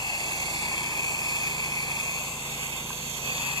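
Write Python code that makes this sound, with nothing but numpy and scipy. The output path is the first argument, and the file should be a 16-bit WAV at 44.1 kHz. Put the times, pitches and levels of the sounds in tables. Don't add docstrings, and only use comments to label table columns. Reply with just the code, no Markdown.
import sys
import numpy as np
from scipy import signal
from scipy.fft import rfft, irfft
from scipy.io import wavfile

SR = 44100
rng = np.random.default_rng(int(sys.argv[2]) if len(sys.argv) > 2 else 0)


def master(y):
    cut = np.clip(np.atleast_2d(y).T, -1, 1)
    pcm = np.round(cut * 32767)
    wavfile.write(sys.argv[1], SR, pcm.astype(np.int16))


N = 158760
TIME = np.arange(N) / SR
HZ = np.maximum(np.arange(N // 2 + 1) * SR / N, 1)
CUTOFF_HZ = 15450


def from_db(db):
    return 10 ** (np.asarray(db) / 20)


def rms_one(x):
    return x / np.sqrt(np.mean(x ** 2) + 1e-20)


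def in_time(rows):
    s, *columns = np.transpose(rows)
    return np.array([np.interp(TIME, s, column) for column in columns])


def in_pitch(rows):
    hz, *columns = np.transpose(rows)
    return np.array([np.interp(np.log(HZ), np.log(hz), column) for column in columns])


def drift(rate_hz):
    spectrum = rfft(rng.standard_normal(N))
    return rms_one(irfft(spectrum / (1 + (HZ / rate_hz) ** 2), N))


def low_pass(x, hz, order):
    return signal.sosfilt(signal.butter(order, hz, fs=SR, output="sos"), x)


def at_ports(pair, likeness, phase):
    a, b = rfft(pair)
    alike = np.clip(likeness, 0, .999)
    left = a * np.exp(1j * phase)
    right = alike * a + np.sqrt(1 - alike ** 2) * b
    return np.array([left, right])


def resonance(spectra, centre_hz, width_hz):
    rest = centre_hz.mean()
    band = np.fft.ifft(spectra / (1 + (2 * (HZ - rest) / width_hz) ** 2), N)
    shift = np.exp(2j * np.pi * np.cumsum(centre_hz - rest) / SR)
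    return rms_one(np.real(band * shift))


# [t/s, left level/dB, right level/dB, centre f/Hz]
LOW_ROAR = [(0, -39, -39, 2160), (.5, -36, -37.5, 2208), (.75, -32.5, -37, 2275), (1.4, -38.5, -44, 2339),
            (1.72, -34.5, -34.5, 2269), (2.1, -37.5, -44, 2334), (2.35, -46, -50, 2155),
            (2.65, -41.5, -44, 2180), (3.0, -56, -55, 2069), (3.3, -47, -45, 2118), (3.6, -36, -43, 2109)]
HIGH_ROAR = [(0, -30, -35.5, 2664), (.45, -35.5, -39, 2641), (.7, -35, -37, 2571), (1.2, -30, -32, 2541),
             (1.7, -33, -35, 2544), (2.15, -30.5, -32.5, 2538), (2.35, -38.5, -61, 2644),
             (2.65, -41.5, -35.5, 2611), (3.0, -40, -51, 2654), (3.22, -40.5, -40, 2622),
             (3.29, -33, -28, 2577), (3.39, -32.5, -45, 2586), (3.6, -28.5, -47, 2594)]
# [f/Hz, lead of the left/rad]
ROAR_LEAD = [(1950, 2.41), (2250, 2.62), (2600, 2.444), (2900, 5.85)]
LOW_ROAR_WIDTH_HZ, HIGH_ROAR_WIDTH_HZ, ROAR_TOP_HZ = 370, 270, 2895


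def impact_roar(course, width_hz):
    left_db, right_db, centre = in_time(course)
    lead = in_pitch(ROAR_LEAD)[0]
    ports = at_ports(rng.standard_normal((2, N)), 1, lead)
    roar = low_pass(resonance(ports, centre, width_hz), ROAR_TOP_HZ, order=10)
    return from_db([left_db, right_db]) * rms_one(roar)


# [f/Hz, left level/dB per Hz, right level/dB per Hz, left-right likeness 0-1, lead of the left/rad]
FACE_HISS = [(1050.0, -100.0, -100.0, 1, -0.5), (1410, -82, -78.5, 0.5, -2.4),
             (1830, -78.5, -70, 0.48, -3.5), (2170, -71.5, -68.5, 0.92, -3), (2630, -71.5, -72, 0.88, -4),
             (3060, -71.5, -71, 0, -1.5), (3490, -75.5, -71, 0.83, -0.5), (3780, -80, -80.5, 0.3, -0.0),
             (4220, -72.5, -71, 0.57, -0.3), (4720, -73.5, -77, 0.92, 0.1), (5540, -80.5, -75.5, 0.6, -1),
             (5600, -81.5, -79.5, 0.75, -0.1), (6080, -78.5, -76, 0.36, 1), (6380, -74, -69.5, 0.6, 0.7),
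             (6500, -76, -69, 0.45, 0.0), (7200.0, -89, -66, 0.45, -2.3), (7580, -76.5, -64.5, 0.61, -2),
             (7850, -75, -74, 0.5, -3), (8400.0, -86, -79, 0.24, -0.5), (9000.0, -84.5, -78, 0.45, -5),
             (9650, -78.5, -73, 0.53, -5.5), (10380, -80.5, -79, 0.51, -7), (11450, -81, -82, 0.25, -9.6),
             (12500.0, -82.5, -81, 0.16, -6.7), (13500.0, -83, -82.5, 0.3, -6.1),
             (15000.0, -90, -91.5, 0.3, -8)]
CORNER_HISS = [(1050.0, -100.0, -100.0, 0.96, -0.5), (1450.0, -80, -88.5, 0.3, -0.3),
               (1810, -74, -73.0, 0.89, -3.5), (2200.0, -71.0, -72, 0.67, -3.5),
               (2630, -74.5, -71.5, 0.54, -2), (3070, -78.0, -69.5, 0.32, 0.5),
               (3600, -82, -68.5, 0.65, -2), (3880, -82.5, -78.5, 0.43, 2), (4200, -78.5, -74.0, 0.21, 0.1),
               (4730, -77.5, -78.0, 0.29, 3), (5130, -82.5, -84, 0.44, 2), (5500.0, -80, -81.5, 0.4, 0.8),
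               (5850.0, -80.5, -74.5, 0.45, 3.5), (6350.0, -73.5, -69.5, 0.95, 0.9),
               (6750.0, -80, -68.5, 0.63, 0), (7240, -77, -67, 0.67, -1.2), (7550.0, -79.0, -67, 0.78, -2),
               (7800, -83, -72, 0.69, -3), (8330, -84, -79.5, 0.6, -3), (8900, -96, -91, 0.44, -2),
               (9650, -86.0, -83.5, 0.74, -7), (10460, -81.5, -81.0, 0.86, -6.5),
               (11300, -78, -79, 0.35, -5), (12500.0, -84.0, -78.0, 0.2, -3.4),
               (13500.0, -91, -82, 0.19, -4.5), (15000.0, -94, -84, 0.23, -7.3)]
EDGE_HISS = [(1050.0, -100.0, -100.0, 0.7, -1), (1440, -77, -78.5, 0.88, -1.9),
             (1860, -68.5, -68.5, 0.91, -3), (2220, -81, -76, 0.9, -4), (2630, -66, -71.0, 0.7, -2.5),
             (3050, -72, -71.5, 0.52, 0), (3510, -76.0, -65, 0.81, -0.8), (3840, -76.5, -75, 0.97, -1.5),
             (4250.0, -70, -75.5, 0.63, -0.8), (4700.0, -68.5, -79, 0.64, -1.5),
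             (5200.0, -81.5, -80.5, 0.12, 1), (5540, -84, -86, 0.93, -2.5), (5830, -78.5, -69, 0.5, -2.5),
             (6350.0, -75, -69, 0.73, -3.5), (6750.0, -70, -68.5, 0.82, -6.5), (7140, -79.0, -68, 0.46, -8),
             (7550.0, -74, -64.5, 1, -6.8), (7870, -81, -77, 0.52, -7.0), (8400.0, -86.5, -75, 0.19, -9),
             (9000.0, -90.5, -85, 0.23, -8.9), (9700.0, -83, -78, 0.6, -5),
             (10400.0, -75, -78.5, 0.54, -5.5), (11500, -75, -78.5, 0.39, -4.5),
             (12500.0, -78, -77.0, 0.3, -2), (13500.0, -93.0, -79.5, 0.11, -1.0),
             (15000.0, -91.0, -85, 0.22, -0.8)]
# [t/s, left level/dB, right level/dB]
HISS_GAIN = [(0, -1.5, -1.5), (.45, 0, 1.5), (.7, -0.5, 0), (2.0, -0.5, 0), (2.35, -0.5, -0.5),
             (2.65, 0.5, 0.5), (2.9, 0, 0), (3.14, -1, 0.5), (3.3, -1.5, 0), (3.6, -1, 0)]
CORNER_AT_S, SLIDE_S = 2.23, 0.46
EDGE_AT_S, DROP_DOWN_S = 3.26, 0.11
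DROPS_PER_S, DROP_SPREAD_DB = 6000, 3
DROP_SHARE = .3


def water(table):
    size_db = DROP_SPREAD_DB * np.minimum(rng.exponential(1, (2, N)), 5)
    sizes = from_db(size_db) * rng.choice([-1, 1], (2, N))
    drops = rms_one(sizes * (rng.random((2, N)) < DROPS_PER_S / SR))
    mist = rng.standard_normal((2, N))
    sound = np.sqrt(DROP_SHARE) * drops + np.sqrt(1 - DROP_SHARE) * mist
    sound = sound * np.sqrt(SR / 2)
    left_db, right_db, likeness, lead = in_pitch(table)
    return irfft(at_ports(sound, likeness, lead) * from_db([left_db, right_db]), N)


def spray():
    slid = np.clip((TIME - CORNER_AT_S) / SLIDE_S + .5, 0, 1)
    down = np.clip((TIME - EDGE_AT_S) / DROP_DOWN_S + .5, 0, 1)
    hiss = np.sqrt(1 - slid) * water(FACE_HISS)
    hiss = hiss + np.sqrt(slid * (1 - down)) * water(CORNER_HISS)
    hiss = hiss + np.sqrt(down) * water(EDGE_HISS)
    return from_db(in_time(HISS_GAIN)) * hiss


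WAVER_DB, WAVER_RATE_HZ, WAVER_BAND_HZ = 1.71, 2.4, 450


def wavering(x):
    spectra = rfft(x)
    out = 0
    for hz in np.arange(0, CUTOFF_HZ + WAVER_BAND_HZ, WAVER_BAND_HZ):
        band = irfft(spectra * np.maximum(1 - abs(HZ - hz) / WAVER_BAND_HZ, 0), N)
        out = out + from_db(WAVER_DB * drift(WAVER_RATE_HZ)) * band
    return out


# [t/s, level/dB]
SIZZLE_SWELL = [(0, -53), (2.1, -55), (2.3, -39), (2.7, -45), (2.82, -63), (3.12, -57), (3.24, -44),
                (3.6, -49)]
RASP_SWELL = [(0, -56), (.2, -57), (.45, -43), (.65, -44), (.9, -55), (3.6, -57)]
SIZZLE_HZ, SIZZLE_WIDTH_HZ = 7650, 1100
RASP_HZ, RASP_WIDTH_HZ = 4570, 540


def sizzle(level, hz, width_hz):
    band = resonance(rfft(rng.standard_normal(N)), np.full(N, hz), width_hz)
    return from_db(in_time(level)) * band * [[1], [0]]


# [t/s, level/dB, centre f/Hz]
SIDING_DRUM = [(0, -42.5, 811.7), (.45, -41, 850), (.8, -41.5, 952.9), (1.4, -42.5, 950.4),
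               (2.1, -42.5, 946.8), (2.45, -46, 944.8), (2.85, -47, 922.4), (3.1, -52, 941.9),
               (3.33, -42.5, 940.5), (3.6, -43, 971.7)]
WALL_DRUM = [(0, -57, 340), (.5, -52.5, 349.8), (1.0, -49.5, 390.5), (1.5, -56, 419.3), (2.0, -55, 489),
             (2.6, -57, 480.3), (3.1, -55.5, 481.2), (3.35, -51.5, 500), (3.6, -53, 520.2)]
SIDING_WIDTH_HZ, WALL_WIDTH_HZ, DRUM_TOP_HZ = 510, 190, 1248


def drumming(course, width_hz):
    db, centre = in_time(course)
    drum = resonance(at_ports(rng.standard_normal((2, N)), 1, 0), centre, width_hz)
    return from_db(db) * rms_one(low_pass(drum, DRUM_TOP_HZ, order=8))


def siding():
    return drumming(SIDING_DRUM, SIDING_WIDTH_HZ) + drumming(WALL_DRUM, WALL_WIDTH_HZ)


# [t/s, centre f/Hz, depth 0-1]
HOLLOW_COURSES = [
    [(0, 1950, 1), (.45, 1880, 1), (.7, 1990, 0.72), (1.9, 1930, 0.58), (2.4, 1860, 0.8), (3.2, 1870, .9),
     (3.3, 2060, 1), (3.6, 2180, 0.85)],
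    [(0, 2990, 0.4), (.4, 2990, 0.87), (.62, 3100, 1), (.85, 2820, 0.76), (1.7, 2800, 0.84),
     (2.1, 2930, 0.94), (2.3, 2960, 0.24), (3.6, 2960, 0.32)],
    [(0, 5090, 0.4), (2.1, 5130, .4), (2.38, 5400, 1), (2.52, 5060, .8), (2.75, 5020, 1), (3.25, 5050, 0.7),
     (3.37, 5430, .95), (3.6, 5450, 1)],
]
HOLLOW_HALF_WIDTH_HZ = 140


def hollowed(pair):
    shared, out = signal.hilbert(pair.mean(axis=0)), pair
    narrow = 1 / (1 + (np.fft.fftfreq(N, 1 / SR) / HOLLOW_HALF_WIDTH_HZ) ** 4)
    for course in HOLLOW_COURSES:
        centre, depth = in_time(course)
        turn = np.exp(2j * np.pi * np.cumsum(centre) / SR)
        band = np.fft.ifft(np.fft.fft(shared / turn) * narrow) * turn
        out = out - np.clip(depth, 0, 1) * np.real(band)
    return out


# [t/s, left starting level/dB, right starting level/dB, f/Hz, t60/s]
TRIM_SLAPS = [(2.904, -27.5, -30, 1020, .024), (2.907, -34, -40, 1570, 0.037),
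              (3.381, -32, -16.5, 3560, 0.0085)]


def slaps():
    out = np.zeros((2, N))
    for s, left_db, right_db, hz, t60 in TRIM_SLAPS:
        age = np.maximum(TIME - s, 0)
        decay = from_db(-60 * np.minimum(age / t60, 2))
        out += from_db([[left_db], [right_db]]) * decay * np.sin(2 * np.pi * hz * age)
    return out


# [f/Hz, level/dB per Hz]
RUSH_COLOUR = [(20, -90), (40, -85), (65, -79), (100, -75.5), (140, -70), (200, -73), (300, -78),
               (450, -80), (600, -77.5), (1100, -74.5), (1500, -90.5), (2500, -105)]
# [t/s, level/dB]
RUSH_GAIN = [(0, -1.5), (.6, 0.5), (2.1, .5), (2.5, 0), (2.9, -0.5), (3.08, -2), (3.33, 1), (3.6, 0.5)]
RUSH_LIKENESS, RUSH_BASS_TOP_HZ = 0.92, 260


def rush():
    likeness = np.interp(HZ, [250, 550], [1, RUSH_LIKENESS])
    noise = rng.standard_normal((2, N)) * np.sqrt(SR / 2)
    spectra = at_ports(noise, likeness, 0) * from_db(in_pitch(RUSH_COLOUR))
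    bass = 1 / (1 + (HZ / RUSH_BASS_TOP_HZ) ** 8)
    upper = irfft(spectra * (1 - bass), N)
    return irfft(spectra * bass, N) + from_db(in_time(RUSH_GAIN)) * upper


# [t/s, thud level/dB, exhaust note level/dB]
ENGINE_GAIN = [(0, -1, -5.5), (.6, 1.5, -1.5), (1.2, -2, -2), (1.45, 0, 1.5), (2.3, -1.5, -0.5),
               (3.6, 0.5, 1.5)]
# [multiple of the firing rate, rms level/dB]
THUD_PARTIALS = [(1, -66), (2, -53), (3, -57.5), (4, -59)]
EXHAUST_PARTIALS = [(5, -49.5), (6, -52), (7, -69.5), (8, -55), (9, -58), (12, -63), (13, -83), (14, -64.5),
                    (15, -61), (18, -58.5)]
FIRINGS_PER_S = 27.47
MUFFLER_HZ, MUFFLER_WIDTH_HZ = 143.5, 18
PULSE_SMEAR = 0.1187
ENGINE_WAVER_DB, ENGINE_WAVER_RATE_HZ = .5, 2.8


def engine():
    thud_db, exhaust_db = in_time(ENGINE_GAIN)

    def partial(multiple, db):
        k = round(multiple)
        hz = k * FIRINGS_PER_S
        lag = np.arctan(2 * (hz - MUFFLER_HZ) / MUFFLER_WIDTH_HZ) + PULSE_SMEAR * k ** 2
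        return np.sqrt(2) * from_db(db) * np.cos(2 * np.pi * hz * TIME - lag)

    thud = sum(partial(k, db + thud_db) for k, db in THUD_PARTIALS)
    exhaust = sum(partial(k, db + exhaust_db + ENGINE_WAVER_DB * drift(ENGINE_WAVER_RATE_HZ))
                  for k, db in EXHAUST_PARTIALS)
    return thud + exhaust


FLUTTER_DB, FLUTTER_RATE_HZ = 0.68, 52
SURGE_DB, SURGE_RATE_HZ = .7, 26


def scene():
    flutter = from_db(FLUTTER_DB * drift(FLUTTER_RATE_HZ))
    surges = from_db(SURGE_DB * drift(SURGE_RATE_HZ))
    roar = impact_roar(LOW_ROAR, LOW_ROAR_WIDTH_HZ) + impact_roar(HIGH_ROAR, HIGH_ROAR_WIDTH_HZ)
    bands = sizzle(SIZZLE_SWELL, SIZZLE_HZ, SIZZLE_WIDTH_HZ) + sizzle(RASP_SWELL, RASP_HZ, RASP_WIDTH_HZ)
    jet = surges * roar + wavering(spray()) + bands + siding()
    return flutter * hollowed(jet) + slaps() + rush() + engine()


# [f/Hz, depth/dB]
TREBLE_DIPS = [(3000, 5), (4000, 9), (5000, 8), (6000, 7), (7000, 8), (8000, 5)]
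DIP_WIDTH_HZ = 115


def record(dry):
    dips_db = sum(depth * np.exp(-((HZ - hz) / DIP_WIDTH_HZ) ** 2) for hz, depth in TREBLE_DIPS)
    top = 1 / np.sqrt(1 + (HZ / CUTOFF_HZ) ** 400)
    return irfft(rfft(dry) * from_db(-dips_db) * top, N)


dry = scene()
out = record(dry)
master(out)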